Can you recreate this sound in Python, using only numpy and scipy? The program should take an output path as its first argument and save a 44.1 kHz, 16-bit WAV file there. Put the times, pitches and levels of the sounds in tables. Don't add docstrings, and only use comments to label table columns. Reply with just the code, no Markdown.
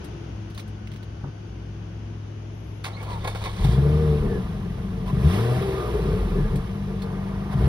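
import sys
import numpy as np
from scipy import signal
from scipy.fft import rfft, irfft, next_fast_len
from scipy.io import wavfile
from scipy.ndimage import uniform_filter1d, map_coordinates

SR = 44100
rng = np.random.default_rng(int(sys.argv[2]) if len(sys.argv) > 2 else 0)


def dump(signal):
    limited = np.clip(np.atleast_2d(signal).T, -1, 1)
    pcm = np.round(limited * 32767).astype(np.int16)
    wavfile.write(sys.argv[1], SR, pcm)


N = 338688

# time in seconds, relative dB of the drone and of the air.
BACKGROUND = [(0, -48, -43), (.4, -40.5, -46), (.8, -41, -47.5), (1.5, -41.5, -48), (2.1, -39, -47.5),
              (2.8, -40, -47.5), (3.2, -36.5, -49)]
# frequency in Hz, width in Hz, gain in dB.
WALL_MODES = [(490, 230, -2), (793, 65, -1), (897, 52, -2), (1074, 58, 1.5), (1143, 72, -4.5),
              (1404, 100, -10), (1662, 48, -10), (2020, 62, -12), (2212, 31, -6.5), (2490, 80, -14),
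              (3080, 200, -19), (3480, 130, -17), (3645, 48, -13), (3820, 70, -24), (4180, 78, -20),
              (4525, 120, -18)]
# opens at, takes to open and shuts at, in seconds; extra push and extra growl
# on open throttle in dB; relative level of the lope in dB.
THROTTLE_BLIPS = [(3.57, 0.055, 4.17, -0.5, 4.5, -31.5), (5.1, 0.17, 5.6, -1, -5, -21),
                  (7.55, 0.1, 7.9, 3, 6, -30)]
CRANK_S, SPIN_UP_S, FIRES_S = 3.06, 0.082, 3.58


def amp(db):
    return 10 ** (np.asarray(db) / 20)


def unit(x):
    return x / np.sqrt(np.mean(x ** 2) + 1e-20)


def even(x, span_s=0.0794):
    return x / np.sqrt(np.abs(uniform_filter1d(x * x, int(span_s * SR))) + 1e-12)


def along(points, hz):
    f, v = np.transpose(points)
    return np.interp(np.log(hz + 1), np.log(f), v)


def curves(rows):
    s, *cols = np.transpose(rows)
    return [np.interp(np.arange(N) / SR, s, c) for c in cols]


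def ramp(s, length):
    return np.clip((np.arange(N) / SR - s) / length, 0, 1)


def swells(rows):
    return sum(db * np.sin(np.pi * ramp(s, length)) for s, length, db in rows)


def wobble(rate):
    knots = rng.standard_normal(int(N * rate / SR) + 4)
    coarse = np.arange(0, N + 64, 64)
    return np.interp(np.arange(N), coarse, map_coordinates(knots, [coarse * rate / SR]))


def filtered(x, response):
    m = next_fast_len(N + SR // 2, True)
    return irfft(rfft(x, m) * response(np.fft.rfftfreq(m, 1 / SR)), m)[..., :N]


def coloured(spectrum):
    return unit(filtered(rng.standard_normal(N), lambda hz: amp(along(spectrum, hz))))


def resonate(x, modes):
    return filtered(x, lambda f: sum((-1) ** k * amp(db) * 1j * f * w / (c * c - f * f + 1j * f * w)
                                     for k, (c, w, db) in enumerate(modes)))


def turning(hz):
    return 2 * np.pi * np.cumsum(hz) / SR


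def add(track, s, sound):
    part = track[int(s * SR):][:len(sound)]
    part += sound[:len(part)]


def air(level_db=6.5):
    # frequency in Hz, relative level in dB.
    spectrum = [(20, -36), (36, -9), (55, 14), (110, 10), (200, 6.5), (250, 2), (330, 4), (430, -3),
                (550, -9.5), (1000, -14), (1500, -16.5), (2200, -19.5), (3000, -17.5), (4200, -27.5),
                (5500, -25.5), (6600, -26.5), (7500, -51.5), (9500, -37.5), (15000, -56)]
    width = [(100, 0.055), (300, 0.26), (600, 1.0), (4000, 0.97)]
    left_db = [(60, 1.0), (300, 4.0), (750, 10), (1600, 5), (3500, 1.5), (9000, -1.5)]
    mid = coloured(spectrum)
    side = filtered(coloured(spectrum), lambda hz: along(width, hz))
    lean = lambda hz: amp(np.array([[.5], [-.5]]) * along(left_db, hz))
    return amp(curves(BACKGROUND)[1] + level_db) * filtered(np.array([mid + side, mid - side]), lean)


def hum(drone_hz=104.2, drone_db=3.5, waver=0.0033, flutter_db=3.0, ring_db=-62):
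    # frequency in Hz, level in dB.
    lines = [(59.2, -45), (145.3, -48.5), (172.3, -51.5), (333.8, -58), (420, -62)]
    # start and length in seconds, first and last pitch in Hz, level in dB.
    drifts = [(0, 0.5, 350, 321.3, -46.5), (0, 0.22, 430, 425, -52), (.2, 1, 211, 210.4, -47),
              (.3, 1.46, 87.2, 85.7, -51), (1.4, 1.03, 338.7, 335.5, -54.5),
              (1.45, 0.54, 196, 190.2, -51.5), (1.45, 1.38, 242.3, 227.7, -53)]
    # frequency in Hz, width in Hz, gain in dB.
    ring_modes = [(1497, 40, 4), (3060, 140, -16), (4590, 90, -9.5)]
    drone = amp(curves(BACKGROUND)[0] + drone_db + 0.22 * wobble(18))
    drone *= np.sin(turning(drone_hz * (1 + waver * wobble(3.02))))
    others = sum(amp(db + flutter_db * wobble(5.17)) * np.sin(turning(hz * (1 + waver * wobble(6.06))))
                 for hz, db in lines)
    for s, length, start_hz, end_hz, db in drifts:
        u = np.linspace(0, 1, int(length * SR))
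        arch = np.sqrt(np.abs(np.sin(np.pi * u)))
        add(others, s, amp(db) * arch * np.sin(turning(start_hz + (end_hz - start_hz) * u)))
    ring = amp(ring_db) * (1 - ramp(1.77, .7)) * unit(resonate(rng.standard_normal(N), ring_modes))
    return np.sqrt(2) * (drone + others) * (1 - .5 * ramp(3.5, 1)) + ring


def whines(shiver_hz=36, knee_hz=3600):
    # start and length in seconds, first and last pitch in Hz, level in dB.
    thin_tones = [(2.512, 0.05, 10800, 11420, -76), (2.533, 0.38, 11310, 11200, -72),
                  (2.925, 0.048, 3820, 4330, -49), (2.963, 0.055, 2140, 2236, -46),
                  (3.071, 0.12, 1036, 880, -37.5), (3.198, 0.05, 3570, 3640, -54),
                  (3.293, 0.04, 3700, 3580, -49), (3.394, 0.11, 3630, 3630, -51),
                  (3.596, 0.14, 3640, 3600, -49.5), (4.267, 0.128, 1804, 1640, -48),
                  (5.058, 0.057, 983, 1020, -38.5), (5.74, 0.14, 1224, 1186, -38),
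                  (6.355, 0.13, 1736, 1640, -50), (7.01, 0.035, 4200, 4380, -52)]
    out = np.zeros(N)
    for s, length, start_hz, end_hz, db in thin_tones:
        u = np.linspace(0, 1, int(length * SR))
        shiver = shiver_hz * np.tanh(start_hz / knee_hz) * wobble(362)[:len(u)]
        envelope = amp(db + 1.3 * wobble(130)[:len(u)]) * np.sqrt(2 * np.abs(np.sin(np.pi * u)))
        add(out, s, envelope * np.sin(turning(start_hz + (end_hz - start_hz) * u + shiver)))
    return out


def ticks(dull_db=-10, bright_db=-7, t60=0.093, snap_t60=0.018):
    # start in seconds, then relative level, brightness and snap in dB.
    crackles = [(0.044, -38, -4, -15), (0.5008, -43, -14, -12), (0.547, -37.5, -14, -6),
                (0.577, -31, -32, -9), (0.596, -34, -19, -6), (0.6779, -50.5, 1, -12),
                (0.873, -45.5, -18, 7.5), (0.917, -41, -25, 3), (0.9378, -43.5, -30, -2),
                (0.9608, -42, -23, -1), (1.028, -41, -17, -5), (3.0275, -37, -6, -11),
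                (3.2746, -36.5, 5, -8), (3.2985, -41, -7, -6), (3.643, -26.5, -12, -11),
                (6.5572, -36, -1.5, -4), (7.021, -32.5, -13, -13)]
    dull, bright, snap = np.zeros((3, N))
    t = np.arange(SR // 4) / SR
    for s, db, brightness_db, snap_db in crackles:
        fade = amp(db - 60 * t / t60)
        add(dull, s, fade)
        add(bright, s, amp(brightness_db) * fade)
        add(snap, s, amp(db + snap_db - 60 * t / snap_t60))
    dull *= amp(dull_db) * coloured([(500, -20), (2200, -0.5), (4000, 3.5), (6000, -4.5), (9000, -11.5)])
    bright *= amp(bright_db) * coloured([(3000, -26), (7000, 4), (13000, 3), (15800, -24)])
    snap *= coloured([(800, -8), (2500, 10), (3600, -3.5), (6000, -14), (12000, -23), (15800, -25)])
    return dull + bright + snap


def thumps(ring_db=-3, ring_hz=138, t60=0.094, clunk_t60=0.16):
    # start in seconds, then relative level and clunk in dB.
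    pushes = [(1.237, -19.5, -8), (1.273, -18, -26), (3.649, -3, -26.5), (3.688, -5.5, -37),
              (3.783, -4.5, -22), (3.896, -8, -21), (5.129, -7.5, -31), (5.583, -12.5, -27),
              (6.555, -8.5, -20), (7.553, -7, -34)]
    ring, clunk = np.zeros((2, N))
    t = np.arange(SR // 4) / SR
    tone = (1 - np.exp(-t / 0.003)) * np.sin(2 * np.pi * ring_hz * t)
    for s, db, clunk_db in pushes:
        add(ring, s, amp(db + ring_db - 60 * t / t60) * tone)
        add(clunk, s, amp(db + clunk_db - 60 * t / clunk_t60))
    clunk *= coloured([(80, -10), (280, 1.0), (500, -11.5), (1200, -15.5), (1800, -18.5)])
    return ring + filtered(clunk, lambda hz: 1 / (1 + (hz / 1500) ** 8))


def scrapes(drag_s=2.86, stop_s=3.74, drag_db=-42.5, grit_db=-9, ring_db=-8, fall_s=0.015):
    # start in seconds, relative level and hollow ring in dB, length in seconds.
    catches = [(0.574, -39, -4, 0.032), (2.839, -26.5, -8.5, 0.036), (3.086, -45.5, 5, 0.067),
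               (3.238, -34.5, 9.5, 0.018), (3.271, -33, 11, 0.012), (3.346, -39, 9, 0.03),
               (3.438, -27, -13, 0.014), (3.449, -46, 15, 0.045)]
    drive = amp(drag_db + 1.5 * wobble(21.85)) * (ramp(drag_s, fall_s) - ramp(stop_s, 0.036))
    grit = amp(1 + 18 * (np.arange(N) / SR - stop_s)) * drive
    t = np.arange(SR // 4) / SR
    for s, db, hollow_db, length in catches:
        stroke = (1 - np.exp(-t / 0.0016)) / (1 + np.exp(np.minimum((t - length) / fall_s * 2, 50)))
        add(grit, s, amp(db + grit_db) * stroke)
        add(drive, s, amp(db + hollow_db + ring_db) * stroke)
    grains = unit(amp(1.8 * wobble(350)))
    stone = coloured([(300, -14), (700, 0.5), (2000, 1), (4200, 1.5),
                      (5500, -6), (11000, -12), (15800, -21)])
    wall = unit(resonate(rng.standard_normal(N), WALL_MODES))
    return grains * (grit * stone + drive * wall)


def clanks(scatter_db=2, flex=0.0077, free_damping=0.6, crack_db=-7, crack_t60=0.011):
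    # start in seconds, relative level in dB, brightness in dB per octave.
    knocks = [(0.578, -39, 8), (2.844, -26.5, 5.5), (2.853, -26, 4), (2.865, -27, -1), (3.099, -33, -3),
              (3.248, -27, -2), (3.257, -25.5, -4), (3.277, -21, 1), (3.349, -32, 4), (3.356, -25.5, -2),
              (3.439, -31, 6), (3.458, -26.5, 0), (3.476, -29, -1.5), (3.647, -26, -2), (7.02, -42, 8)]
    out, crack = np.zeros((2, N))
    t = np.arange(SR // 4) / SR
    hz, width, mode_db = np.transpose(WALL_MODES)[:, :, None]
    radiated = 1 / (1 + (560 / hz) ** 4)
    attack = 1 - np.exp(-t / .0004)
    decay = np.exp(-np.pi * free_damping * width * t)
    for s, db, tilt_db in knocks:
        size, detune, start = rng.standard_normal((3, len(WALL_MODES), 1))
        gain = amp(mode_db + tilt_db * np.log2(hz / hz[0]) + scatter_db * size)
        gain *= np.sqrt(width) * radiated
        ring = gain * decay * np.sin(2 * np.pi * hz * (1 + flex * detune) * t + np.pi * start)
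        add(out, s, amp(db) * attack * ring.sum(0) / np.linalg.norm(gain))
        add(crack, s, amp(db + crack_db + tilt_db - 60 * t / crack_t60) * attack)
    crack *= coloured([(600, -22), (1500, 0), (3000, 0), (4500, -5), (6000, -16), (12000, -28)])
    return out + crack


def pops(swell_s=0.0068, duct_hz=425, silencer_hz=160, scatter=0.029):
    # start in seconds, peak in the duct and in the silencer in dB.
    slugs = [(4.222, -26, -27), (4.318, -28, -30), (5.611, -22, -30), (5.839, -25, -40), (5.938, -23, -32),
             (5.95, -16.5, -26), (5.99, -19.5, -27), (6.024, -34, -19), (6.051, -22, -26),
             (6.082, -25, -17), (6.112, -30, -21), (6.131, -23, -30), (6.146, -29, -19), (6.16, -24, -21),
             (6.355, -27, -21), (6.383, -21.5, -22), (6.402, -25, -19)]
    out, t = np.zeros(N), np.arange(SR // 10) / SR
    swell = (t / swell_s) ** 2 * np.exp(2 * (1 - t / swell_s))
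    for s, duct_db, silencer_db in slugs:
        detune, start = rng.standard_normal((2, 2, 1))
        hz = np.array([[duct_hz], [silencer_hz]]) * (1 + scatter * detune)
        ring = amp([[duct_db], [silencer_db]]) * np.sin(2 * np.pi * hz * t + np.pi * start)
        add(out, s, swell * ring.sum(0))
    return out


def engine_state(inertia_s=0.052, shut_s=0.045, hard_pull_hz_per_s=420, overrun_hz=57.7):
    # time in seconds, firings a second.
    first_rev = [(3.55, 34.5), (3.604, 37.2), (3.696, 57.9), (3.79, 68.9), (3.894, 74.8), (4.006, 77.4),
                 (4.224, 72.3), (4.654, 43.7), (4.72, 42.0)]
    second_rev = [(5.11, 47), (5.2, 59), (5.26, 74), (5.36, 104), (5.46, 120), (5.64, 131), (5.79, 127),
                  (6.16, 94), (6.5, 67), (6.76, 49.5)]
    third_rev = [(6.9, 48.3), (7.122, 47.8), (7.5, 49.2), (7.56, 50.6), (7.68, 73.1)]
    rate = uniform_filter1d(curves([*first_rev, *second_rev, *third_rev])[0], int(inertia_s * SR))
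    change = np.gradient(rate) * SR
    throttle = sum(ramp(opens, rise) - ramp(shuts, shut_s) for opens, rise, shuts, *_ in THROTTLE_BLIPS)
    pull = np.clip(change / hard_pull_hz_per_s, 0, 1)
    overrun = (1 - throttle) / (1 + (overrun_hz / rate) ** 20)
    rough = 0.21 + 0.38 * np.tanh((change / rate / 0.86) ** 2)
    rough += (0.86 - rough) * (1 - ramp(FIRES_S, SPIN_UP_S))
    return rate, throttle, pull, overrun, rough


def load_db(law, idle_hz=48.9):
    rate, throttle, pull, overrun, _ = engine_state()
    idle_db, speed_db, throttle_db, pull_db, overrun_db = law
    unloaded_db = idle_db + speed_db * np.log2(rate / idle_hz)
    return unloaded_db + throttle_db * throttle + pull_db * pull + overrun_db * overrun


def firing_tones(phase, rate, lope_gain, silencer_hz=39, width_hz=10.3, throb_db=1.5):
    firing_law = (-35.5, 0, 12, 5.5, 0)
    octave_law = (-40, 1.5, 13.5, 2.5, 4)
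    # frequency in Hz, gain in dB.
    pipe = [(33, -8), (44, -0.5), (60, -2.5), (82, 1), (100, -4), (118, -0.5), (150, 5.5), (185, -3),
            (212, -6), (245, -16.5)]
    # start and length in seconds, change in dB.
    surges = [(3.61, 0.14, 3.5), (4.11, 0.074, -3), (5.235, 0.058, 4)]
    tones = sum(amp(load_db(law) + along(pipe, k * rate)) * np.cos(k * phase)
                for k, law in enumerate([firing_law, octave_law], 1))
    lope = lope_gain / np.hypot(1, 2 * (rate / 2 - silencer_hz) / width_hz) * np.cos(phase / 2)
    return np.sqrt(2) * (tones + lope) * amp(throb_db * wobble(30) + swells(surges))


def growl(phase, rate, flutter_db=2.0, shake_rad=0.054):
    law = (-55, 15, 12, -4, 1)
    harmonics_db = [0, -4, -4, 0.5, -9, -12]
    # frequency in Hz, gain in dB.
    duct_pass = [(180, -24), (260, -14), (330, -7), (380, -1.5), (420, -1), (462, 1.5), (520, -15),
                 (594, -3.5), (660, -16), (744, -12), (830, -24), (1200, -26)]
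    phase = phase + shake_rad * wobble(60)
    out = np.zeros(N)
    for k, db in enumerate(harmonics_db, 3):
        gain = amp(db + along(duct_pass, k * rate) + flutter_db * wobble(14))
        out += gain * np.cos(k * phase + rng.uniform(0, 2 * np.pi))
    return np.sqrt(2) * ramp(FIRES_S, SPIN_UP_S) * amp(load_db(law)) * out


def firing_pulses(phase, rate, rough, half_db=-7):
    between = amp(half_db) * np.sqrt(2 * rough)
    pulses = sum((between if k % 1 else 1) * np.cos(k * phase + rng.uniform(0, np.pi))
                 for k in np.arange(5, 33) / 2)
    return pulses * np.sqrt(4 * rate / SR * (1 - rough))


def boom_and_honk(pulses, turbulence, racing, racing_db=-7.5, honk_pulse_gain=0.17, burble_db=2.0):
    # frequency and width in Hz, gain in dB.
    boom_modes = [(49, 24, -3), (95.6, 46.4, -4), (152.2, 33, -4), (195.2, 19.2, -1)]
    honk_modes = [(327.5, 56, -7.5), (379, 50, -3), (456.7, 34.6, -1)]
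    boom_law = (-29.5, 1, -0.5, 5.5, 1.5)
    honk_law = (-42, 6, 1.5, 6.5, 1.5)
    # start and length in seconds, extra honk and extra boom in dB.
    sputters = [(3.76, 0.19, 5.5, 2), (4.203, 0.1, 5.5, 4.5), (4.27, 0.16, 6.5, 0), (5.114, 0.12, 3.5, 5),
                (5.558, 0.075, 0, 12), (5.762, 0.18, 0.5, -3.5), (6.055, 0.12, 3, 0), (6.333, 0.11, 5, 0),
                (6.514, 0.046, 3, 5.5)]
    s, length, honk_db, boom_db = np.transpose(sputters)
    boom = resonate(pulses + turbulence * rng.standard_normal(N), boom_modes)
    boom = filtered(boom, lambda hz: 1 / (1 + (hz / 270) ** 6) / (1 + (31 / (hz + 1)) ** 8))
    honk = resonate(honk_pulse_gain * pulses + turbulence * rng.standard_normal(N), honk_modes)
    honk = filtered(honk, lambda hz: 1 / (1 + (260 / (hz + 1)) ** 4) / (1 + (hz / 520) ** 14))
    boom_gain = amp(load_db(boom_law) + swells(zip(s, length, boom_db)) + racing_db * racing)
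    honk_gain = amp(load_db(honk_law) + swells(zip(s, length, honk_db)) + burble_db * wobble(20))
    return boom_gain * even(boom) + honk_gain * even(honk)


def rasp_and_hiss(pulses, turbulence, puff, pulse_gain=0.24, shift_s=7.02, shift_db=4):
    # frequency in Hz, width in Hz, gain in dB.
    rasp_modes = [(588, 14.6, -2.5), (638, 22, 0.5), (743, 61, -1), (892, 24, -1), (991, 36, -1),
                  (1094, 70, -3), (1202, 27, 0), (1374, 14.4, -4), (1500, 29, -9), (1680, 150, -12),
                  (1923, 140, -13.5), (2208, 46, -12.5)]
    # frequency in Hz, relative level in dB.
    hiss_spectrum = [(300, -12), (700, 7), (1500, 3), (2600, 9.5), (3700, 5.5), (5200, 0.5), (6500, -6),
                     (8000, -7.5), (13500, -3), (15800, -39)]
    rasp_law = (-46, 5, 3, 2.5, 1.5)
    hiss_law = (-53.5, 6.5, 2, 7, 0.5)
    # start and length in seconds, lift in dB.
    chuffs = [(5.055, 0.061, 7.5), (5.27, .16, 3), (7.505, 0.048, 7.5)]
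    rasp = even(resonate(pulse_gain * pulses + turbulence * rng.standard_normal(N), rasp_modes))
    rasp *= amp(load_db(rasp_law) + shift_db * ramp(shift_s, 0.013))
    hiss = amp(load_db(hiss_law)) * unit(coloured(hiss_spectrum) * puff ** 0.49)
    return amp(swells(chuffs)) * (rasp + hiss)


def engine(jitter=0.00358, puff_db=1.5, crank_db=-11.5, coast_growl_db=6):
    # start and length in seconds, change in dB.
    stumbles = [(6.6, 0.1, -4.5)]
    rate, throttle, _, overrun, rough = engine_state()
    push_db, blare_db, lope_db = curves([(s, *levels) for opens, _, shuts, *levels in THROTTLE_BLIPS
                                         for s in (opens, shuts + .5)])
    racing = 1 / (1 + (119 / rate) ** 20)
    phase = turning(rate * (1 + jitter * wobble(25)))
    tones = firing_tones(phase, rate, overrun * amp(lope_db))
    growling = growl(phase, rate) * np.sqrt(1 - rough)
    growling *= amp(blare_db * throttle + coast_growl_db * overrun * racing)
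    pulses = firing_pulses(phase, rate, rough)
    flow_db = puff_db * np.cos(phase) + 0.7 * np.cos(phase / 2) + 0.66 * wobble(70)
    puff = unit(amp(np.sqrt(rough) * flow_db))
    turbulence = np.sqrt(rough) * puff
    low = boom_and_honk(pulses, turbulence, racing)
    high = rasp_and_hiss(pulses, turbulence, puff)
    pumping = amp(crank_db * (1 - ramp(FIRES_S - SPIN_UP_S / 2, SPIN_UP_S)))
    push = amp(push_db * throttle + swells(stumbles))
    return ramp(CRANK_S, SPIN_UP_S) * (push * (tones + pumping * low) + pumping * high), growling


def driveway(x, straight, scatter_db=2):
    # frequency in Hz, phase lead of the left side in radians.
    left_lead = [(200, 0), (450, -.4), (900, -1.3), (1900, -1), (2800, -2.7), (3700, -6.1), (4600, -6.8),
                 (5200, -5.5), (7100, -3.1), (10300, 0), (13600, 3.1), (16000, 6.2)]
    # frequency in Hz, left over right in dB.
    balance = [(40, 0.1), (150, 2.5), (500, 2.5), (1000, -1), (1700, -3.5), (2400, -3.5), (3500, -8.5),
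               (4400, -2.5), (7000, 1)]
    # frequency in Hz, share of the power sent to be scattered.
    diffuse = [(100, 0.011), (300, 0.11), (600, 0.42), (2500, 0.21), (5000, 0.68), (7000, 0.0036),
               (13000, 0.047)]
    sides = np.array([[.5], [-.5]])
    reflected = filtered(x, lambda hz: np.sqrt(along(diffuse, hz)) / (1 + (300 / (hz + 1)) ** 4))
    frames = signal.stft(reflected, nperseg=256)[2]
    random_phase = np.exp(2j * np.pi * rng.random((2, *frames.shape)))
    scattered = signal.istft(frames * random_phase, nperseg=256)[1]
    late = np.pad(scattered, ((0, 0), (128, 0)))[:, :N]
    direct = straight + filtered(x, lambda hz: np.sqrt(1 - along(diffuse, hz)))
    direct = filtered(direct, lambda hz: np.exp(1j * sides * along(left_lead, hz)))
    return filtered(direct + amp(scatter_db) * late, lambda hz: amp(sides * along(balance, hz)))


def scene():
    exhaust, growling = engine()
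    car = exhaust + hum() + scrapes() + ticks() + thumps() + whines()
    return driveway(car, straight=growling + pops() + clanks()) + air()


def record(dry):
    return filtered(dry, lambda hz: hz < 15800)


dry = scene()
out = record(dry)
dump(out)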